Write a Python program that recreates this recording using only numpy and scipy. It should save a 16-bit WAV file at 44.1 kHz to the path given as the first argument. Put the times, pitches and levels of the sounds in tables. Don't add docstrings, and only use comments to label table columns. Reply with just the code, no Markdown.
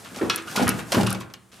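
import sys
import numpy as np
from scipy import signal
from scipy.fft import rfft, irfft
from scipy.io import wavfile
from scipy.ndimage import uniform_filter1d

SR = 44100
rng = np.random.default_rng(int(sys.argv[2]) if len(sys.argv) > 2 else 0)


def to_linear_factor(level_db):
    exponent = np.asarray(level_db, float) / 20
    return 10 ** exponent


def dump_mix(stems):
    frames = np.atleast_2d(stems).T
    limited = np.clip(frames, -1, 1)
    pcm = np.round(limited * 32767).astype(np.int16)
    wavfile.write(sys.argv[1], SR, pcm)


N = 70560

# (time [s], peak [dB], knock pitch [Hz])
BLOWS = [(.118, -30.5, 249), (.168, -23.5, 570), (.2115, -15.5, 385), (.2245, -15, 365), (.231, -17, 412),
         (.25, -19, 234), (.2615, -26.5, 336), (.487, -60, 196), (.556, -15, 870), (.572, -17.5, 196),
         (.596, -8, 660), (.606, -14.5, 550), (.615, -8.5, 287), (.6255, -18, 275), (0.658, -13, 111),
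         (.669, -24, 197), (.687, -12, 215), (.745, -19, 186), (0.777, -23, 185), (.920, -18.5, 550),
         (.943, -12.5, 224), (.956, -26, 297), (.969, -6, 255), (.978, -7.5, 251), (.988, -12, 250),
         (1.008, -12, 183), (1.031, -12.5, 114), (1.056, -16.5, 190), (1.15, -23, 360)]
# (frequency [Hz], level [dB], t60 [s])
FRAME_MODES = [(88, -8, .2), (116, -1, .4), (160, -13, .15), (191, 1, .55), (252, -3, .22), (335, -2, .45),
               (382, -5, .15), (480, -10, .1), (540, -9, .1), (655, -8, .1), (765, -11, .08),
               (972, -11, .08)]
# (time [s], peak [dB], brightness [octaves above 1 kHz], t60 [s])
CLACKS = [(0.0476, -27.5, 1.15, 0.24), (0.1456, -26.5, 0.79, 0.13), (0.16, -22.5, 2, 0.13),
          (0.181, -24, 1.46, 0.12), (0.2121, -20.5, 0.13, 0.4), (0.2981, -11, 1.28, 0.25),
          (0.3788, -18, 1.12, 0.14), (0.4732, -29, 1.67, 0.42), (0.512, -28, 2.16, 0.21),
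          (0.5601, -9, 1.8, 0.16), (0.5937, -18.5, 0.68, 0.39), (0.6231, -16.5, 2, 0.14),
          (0.6432, -26, 0.87, 0.16), (0.6702, -12, 0.18, 0.13), (0.6785, -8.5, 0.96, 0.12),
          (0.6935, -17.5, 2, 0.12), (0.7908, -20.5, 0.77, 0.18), (0.9197, -7, 1.8, 0.15),
          (0.9461, -9.5, 0.62, 0.14), (1.0086, -14, 1.7, 0.061), (1.0317, -14.5, 1.9, 0.047),
          (1.0645, -15, 1.2, 0.1), (1.0686, -15.5, 1.27, 0.12), (1.096, -19.5, 1.77, 0.26),
          (1.1474, -19, 1.55, 0.046), (1.2012, -28.5, 2.3, 0.11), (1.2091, -22, 1.24, 0.09),
          (1.2281, -33, 0.6, 0.12), (1.3005, -36, 0.78, 0.12), (1.3381, -25, 1.5, 0.074),
          (1.5163, -37.5, 1.68, 0.54)]
# (frequency [Hz], width [Hz], level [dB])
SLAT_MODES = [(1072, 130, 3.5), (1270, 410, 1.5), (1540, 110, -13), (2360, 510, -5.5), (3080, 120, -19.5),
              (5260, 550, -22)]
# (frequency [Hz], level [dB], t60 [s])
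BAR_MODES = [(1170, -4, .06), (1340, 0, .07), (1675, -5, .1), (2148, -7, .08), (2530, -2, .1),
             (2896, -3, .1), (3359, -2, .13), (3450, -7, .1), (3850, -5, .05), (4200, -3, .08),
             (4689, -4, .06), (5163, -3, .06), (5572, -4, .06), (5820, -4, .06)]
# (time [s], peak [dB], pitch [Hz], t60 [s])
TAPS = [(.197, -29, 1346, 0.05), (.215, -25, 1680, 0.032), (.2185, -13.5, 382, 0.039),
        (.2325, -12, 383, 0.024), (.2625, -23, 405, .03), (.4755, -32, 1433, .1), (.479, -34, 2850, .04),
        (.487, -34, 1430, 0.082), (.499, -34, 1496, 0.063), (.52, -38, 1460, .06),
        (.5615, -18, 2450, 0.021), (.573, -19, 1438, 0.074), (.582, -17, 1020, 0.031),
        (.625, -24, 1406, 0.043), (.627, -14.5, 705, .04), (.65, -23, 630, 0.021), (.671, -15, 1890, 0.016),
        (.679, -15, 1060, 0.027), (.683, -20.5, 1438, 0.056), (.694, -23, 2256, 0.025),
        (.703, -24.5, 2686, 0.048), (.922, -28, 1614, 0.062), (.926, -16.5, 630, 0.03),
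        (.930, -21.5, 955, .04), (.942, -19, 1430, 0.023), (.948, -21, 1052, 0.046),
        (.976, -8.5, 592, 0.025), (.980, -21.5, 1580, 0.038), (.988, -21.5, 895, 0.038),
        (.998, -19.5, 808, 0.08), (1.010, -21, 622, 0.04), (1.035, -26.5, 1312, 0.045),
        (1.072, -19, 1114, 0.035), (1.114, -23, 1317, 0.031), (1.122, -25, 1400, 0.043),
        (1.133, -28.5, 737, 0.03), (1.149, -28, 917, 0.026), (1.151, -28, 2270, 0.02),
        (1.209, -32, 1094, 0.036), (1.231, -28, 1760, 0.012)]
# (time [s], peak [dB], pitch [Hz])
TICKS = [(0.0478, -33.5, 4770), (0.376, -29, 6040), (0.423, -34, 8300), (0.5134, -28, 5210),
         (.5305, -35, 5570), (1.301, -40, 2200), (0.3603, -11, 10650), (0.68, -11.5, 10370),
         (0.6918, -5.5, 10750), (1.069, -44, 5400), (1.071, -18.5, 9740), (1.105, -16, 10400),
         (1.1282, -14.5, 10300), (1.2072, -37, 10560), (1.3385, -27, 5250), (.5625, -18, 4920),
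         (.922, -17, 3180), (.947, -15, 5100), (.607, -26, 4000)]
# (frequency ratio [1], level [dB])
TICK_MODES = [(0.986, 1), (2.5, -4), (0.512, -6.5)]
# (time [s], level [dB])
DRAG = [(0, -49.5), (.1, -51.5), (.16, -48), (.3, -48.5), (.45, -53.5), (0.477, -45.5), (.6, -40),
        (.74, -47), (0.798, -41.5), (.84, -54), (0.901, -46.5), (0.949, -35), (1.16, -53.5), (1.19, -56.5),
        (1.299, -71), (1.5, -89), (1.53, -58), (1.6, -56.5)]
# (frequency [Hz], level [dB])
REED_SPECTRUM = [(35, -57), (60, -10), (184, 1), (607, -7.5), (651, -5.5), (1510, -15), (1740, -15.5),
                 (9130, -14.5), (16000, -25.5)]
# (frequency [Hz], t60 [s])
ROOM_T60 = [(100, 0.66), (400, 0.63), (1500, 0.57), (5000, 0.15), (12000, 0.043)]
# (frequency [Hz], level [dB])
FLOOR_SPECTRUM = [(15, -18), (25, 5), (131, -13), (1180, -24.5), (4990, -32.5), (9080, -28.5), (13300, -39),
                  (15200, -37), (16500, -23)]
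# (frequency [Hz], left-right correlation [1])
LIKENESS = [(60, 1), (180, 0.82), (550, 0.72), (1650, 0.71), (4970, 0.85), (15000, 0.71)]


def evened(x):
    return x / np.sqrt(np.mean(x ** 2) + 1e-20)


def read(points, hz):
    f, value = np.transpose(points)
    return np.interp(np.log(hz + 1), np.log(f + 1), value)


def add(mix, s, sound):
    part = mix[:, round(s * SR):][:, :sound.shape[1]]
    part += sound[:, :part.shape[1]]


def colour(x, db_at):
    gain = to_linear_factor(db_at(np.fft.rfftfreq(x.shape[-1], 1 / SR)))
    return irfft(rfft(x) * gain, x.shape[-1])


def pair(x, other):
    n = len(x)
    same = np.clip(read(LIKENESS, np.fft.rfftfreq(n, 1 / SR)), 0, 1)
    right = same * rfft(x) + np.sqrt(1 - same ** 2) * rfft(other)
    return np.array([x, irfft(right, n)])


def drag_db():
    s, db = np.transpose(DRAG)
    return np.interp(np.arange(N) / SR, s, db)


def thumps():
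    push_db, frame_db, shudder_db, shudder_t60_s = -5, -18.5, -12, 0.19
    knock_cycles, soft_hz = 0.6, 218
    spread_db, near_db_per_octave2 = 3, -7
    out, t = np.zeros((2, N)), np.arange(16384) / SR
    f = np.fft.rfftfreq(len(t), 1 / SR)
    mode_hz, mode_db, t60_s = np.transpose(FRAME_MODES)[:, :, None]
    luck = rng.standard_normal((len(BLOWS), len(FRAME_MODES), 3))
    noise = rng.standard_normal((len(BLOWS), 2, len(t)))
    for (s, db, hz), r, n in zip(BLOWS, luck, noise):
        near_db = near_db_per_octave2 * np.log2(mode_hz / hz) ** 2
        reach = to_linear_factor(mode_db + spread_db * r[:, :1] + near_db)
        swing = reach * to_linear_factor(-60 * t / t60_s) * np.minimum(t / 0.0043, 1)
        phase = 2 * np.pi * mode_hz * t + r[:, 1:2] * 2
        lag = 0.58 * r[:, 2:]
        ring = np.array([(swing * np.sin(phase + side * lag)).sum(0) for side in (-1, 1)])

        body = abs((reach / (1 + 2j * (f - mode_hz) * t60_s / 6)).sum(0))
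        shudder = evened(pair(*irfft(rfft(n) * body)))
        shudder = shudder * to_linear_factor(shudder_db - 60 * t / shudder_t60_s) * np.minimum(t / 0.005, 1)

        soft = min(hz / soft_hz, 1)
        u = t * hz / knock_cycles
        knock = np.sin(2 * np.pi * hz * t) * u * np.exp(1 - u)
        add(out, s, to_linear_factor(db) * (to_linear_factor(push_db) * soft * knock + to_linear_factor(frame_db) / soft * ring + shudder))
    return out


def clacks():
    clack_db, ring_db, octave_db = -6.5, -5.5, -4
    crack_db, crack_t60_s, crack_follow = 1, .009, 0.17
    rattle_db, rattle_samples = 2.5, 60
    out, t = np.zeros((2, N)), np.arange(16384) / SR
    f = np.fft.rfftfreq(len(t), 1 / SR)
    slat = sum(to_linear_factor(d) / (1 + 2j * (f - hz) / width_hz) for hz, width_hz, d in SLAT_MODES)
    noise = rng.standard_normal((len(CLACKS), 3, len(t)))
    for (s, db, bright, t60_s), n in zip(CLACKS, noise):
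        def tilt(hz):
            return octave_db * (np.log2((hz + 50) / 1000) - bright) ** 2

        ring = irfft(rfft(n[:2]) * (0.76 + abs(slat)))
        ring = evened(pair(*colour(ring, tilt))) * to_linear_factor(ring_db - 60 * t / t60_s)
        grains = uniform_filter1d(n[2, ::-1], rattle_samples)
        grains = evened(uniform_filter1d(grains, rattle_samples))
        ring = ring * to_linear_factor(rattle_db * (grains - .5)) * np.minimum(t / .003, 1)

        crack = evened(colour(n[2], lambda hz: 0.94 * tilt(hz)))
        crack = crack * to_linear_factor(crack_db + crack_follow * (db + 6.5) - 60 * t / crack_t60_s)
        add(out, s, to_linear_factor(db + clack_db) * (ring + crack * np.minimum(t / .0006, 1)))
    return out


def slap():
    slap_s, slap_db = .2983, -23.5
    out, t = np.zeros((2, N)), np.arange(SR // 4) / SR
    for after_s, db in ((0, 2.5), (.0028, -9.5), (.0095, -21.5)):
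        phases = rng.uniform(0, 2.5, (len(BAR_MODES), 1, 1)) + rng.uniform(0, .8, (len(BAR_MODES), 2, 1))
        ring = sum(to_linear_factor(d - 60 * t / t60_s) * np.sin(2 * np.pi * hz * t + phase)
                   for (hz, d, t60_s), phase in zip(BAR_MODES, phases))
        add(out, slap_s + after_s, to_linear_factor(slap_db + db) * ring)
    return out


def taps():
    rise_s, partner_db, detune = 0.0013, -2.5, 0.0803
    out, t = np.zeros((2, N)), np.arange(4096) / SR
    luck = rng.uniform(-1.02, 1, (len(TAPS), 3))
    for (s, db, hz, t60_s), (off, turn, side) in zip(TAPS, luck):
        lag = np.array([[-1], [1]]) * side * 0.45
        partner_hz = hz * (1 + detune * (off + np.sign(off)))
        partner = np.sin(2 * np.pi * partner_hz * t + 3 * turn - lag)
        tone = np.sin(2 * np.pi * hz * t + lag) + to_linear_factor(partner_db) * partner
        add(out, s, to_linear_factor(db - 60 * t / t60_s) * (1 - np.exp(-t / rise_s)) * tone)
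    return out


def ticks():
    width_ms, centre_s, fizz_db, fizz_t60_s = 0.14, .001, -11, 0.026
    out, t = np.zeros((2, N)), np.arange(4096) / SR
    side_db = np.array([[1.5], [-1.5]])
    noise = rng.standard_normal((len(TICKS), 2, len(t)))
    for (s, db, hz), n in zip(TICKS, noise):
        ring = sum(to_linear_factor(d) * np.sin(2 * np.pi * hz * ratio * t) for ratio, d in TICK_MODES)
        ring = ring * np.exp(-.5 * ((t - centre_s) * 1000 / width_ms) ** 2)
        fizz = evened(pair(*colour(n, lambda f: -60 * np.log2((f + 50) / hz) ** 2)))
        fizz = fizz * to_linear_factor(fizz_db - 60 * t / fizz_t60_s) * (t > centre_s)
        add(out, s - centre_s, to_linear_factor(db + side_db) * (ring + fizz))
    return out


def reed():
    snaps_per_s, snap_db, snap_share = 2000, 3.3, .45
    squeak_hz, squeak_width_hz, squeak_db = 1540, 460, 7.5
    size = to_linear_factor(snap_db * np.minimum(rng.exponential(1, (2, N)), 4))
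    struck = rng.random((2, N)) < snaps_per_s / SR
    snaps = size * struck * rng.choice([-1., 1.], (2, N))
    rub = snap_share * evened(snaps) + (1 - snap_share) * rng.standard_normal((2, N))

    def reed_db(f):
        return read(REED_SPECTRUM, f) + squeak_db / (1 + ((f - squeak_hz) / squeak_width_hz) ** 2)

    rub = colour(rub, reed_db)
    band = colour(rub[0], lambda f: np.where((f > 2000) & (f < 8000), 0, -90))
    return pair(*rub) / band.std() * to_linear_factor(drag_db() - 1.0)


def rumble():
    rumble_db, follow = -54, 0.27
    f = np.fft.rfftfreq(N, 1 / SR)
    body = sum(to_linear_factor(d) / np.sqrt(1 + (2 * (f - hz) * t60_s) ** 2) for hz, d, t60_s in FRAME_MODES[:6])
    hum = irfft(rfft(rng.standard_normal((2, N))) * body, N)
    return evened(pair(*hum)) * to_linear_factor(rumble_db + follow * (drag_db() + 37.0))


def room(x):
    length, spacing = SR // 2, 20
    echoes = np.zeros((2, length))
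    at = np.arange(120, length - 20, spacing)
    at = at + rng.integers(0, spacing, (2, len(at)))
    np.put_along_axis(echoes, at, rng.choice([-1., 1.], at.shape), 1)
    hz, t, z = signal.stft(echoes, SR, nperseg=256)
    decay = to_linear_factor(-60 * t / read(ROOM_T60, hz)[:, None])
    tail = signal.istft(z * decay, SR, nperseg=256)[1]
    wet = signal.fftconvolve(x[None], tail / np.linalg.norm(tail[0]), axes=1)[:, :N]
    return pair(*wet)


def floor():
    hiss = colour(rng.standard_normal((2, N)), lambda f: read(FLOOR_SPECTRUM, f))
    return to_linear_factor(-53) * evened(pair(*hiss))


def scene():
    room_db = -12
    wood = thumps() + clacks() + slap() + taps()
    return wood + ticks() + reed() + rumble() + to_linear_factor(room_db) * room(wood.mean(0)) + floor()


def roll_off(x):
    return signal.sosfilt(signal.butter(12, 16840, fs=SR, output="sos"), x)


def record(dry):
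    low_cut_hz, high_cut_hz = 77.4, 14700
    hum_delay_samples, hum_narrow, hum_top_hz = 147, .91, 5500
    dry = signal.sosfilt(signal.butter(3, low_cut_hz, 'high', fs=SR, output='sos'), dry)
    dry = signal.sosfilt(signal.butter(8, high_cut_hz, fs=SR, output='sos'), dry)
    delayed = np.zeros(hum_delay_samples + 1)
    delayed[-1] = 1
    direct = delayed[::-1]
    notched = signal.lfilter(direct - delayed, direct - hum_narrow * delayed, dry)
    notched = notched * (1 + hum_narrow) / 2
    mix = dry + colour(notched - dry, lambda f: -6 * (f / hum_top_hz) ** 4)
    return roll_off(mix)


dry = scene()
out = record(dry)
dump_mix(out)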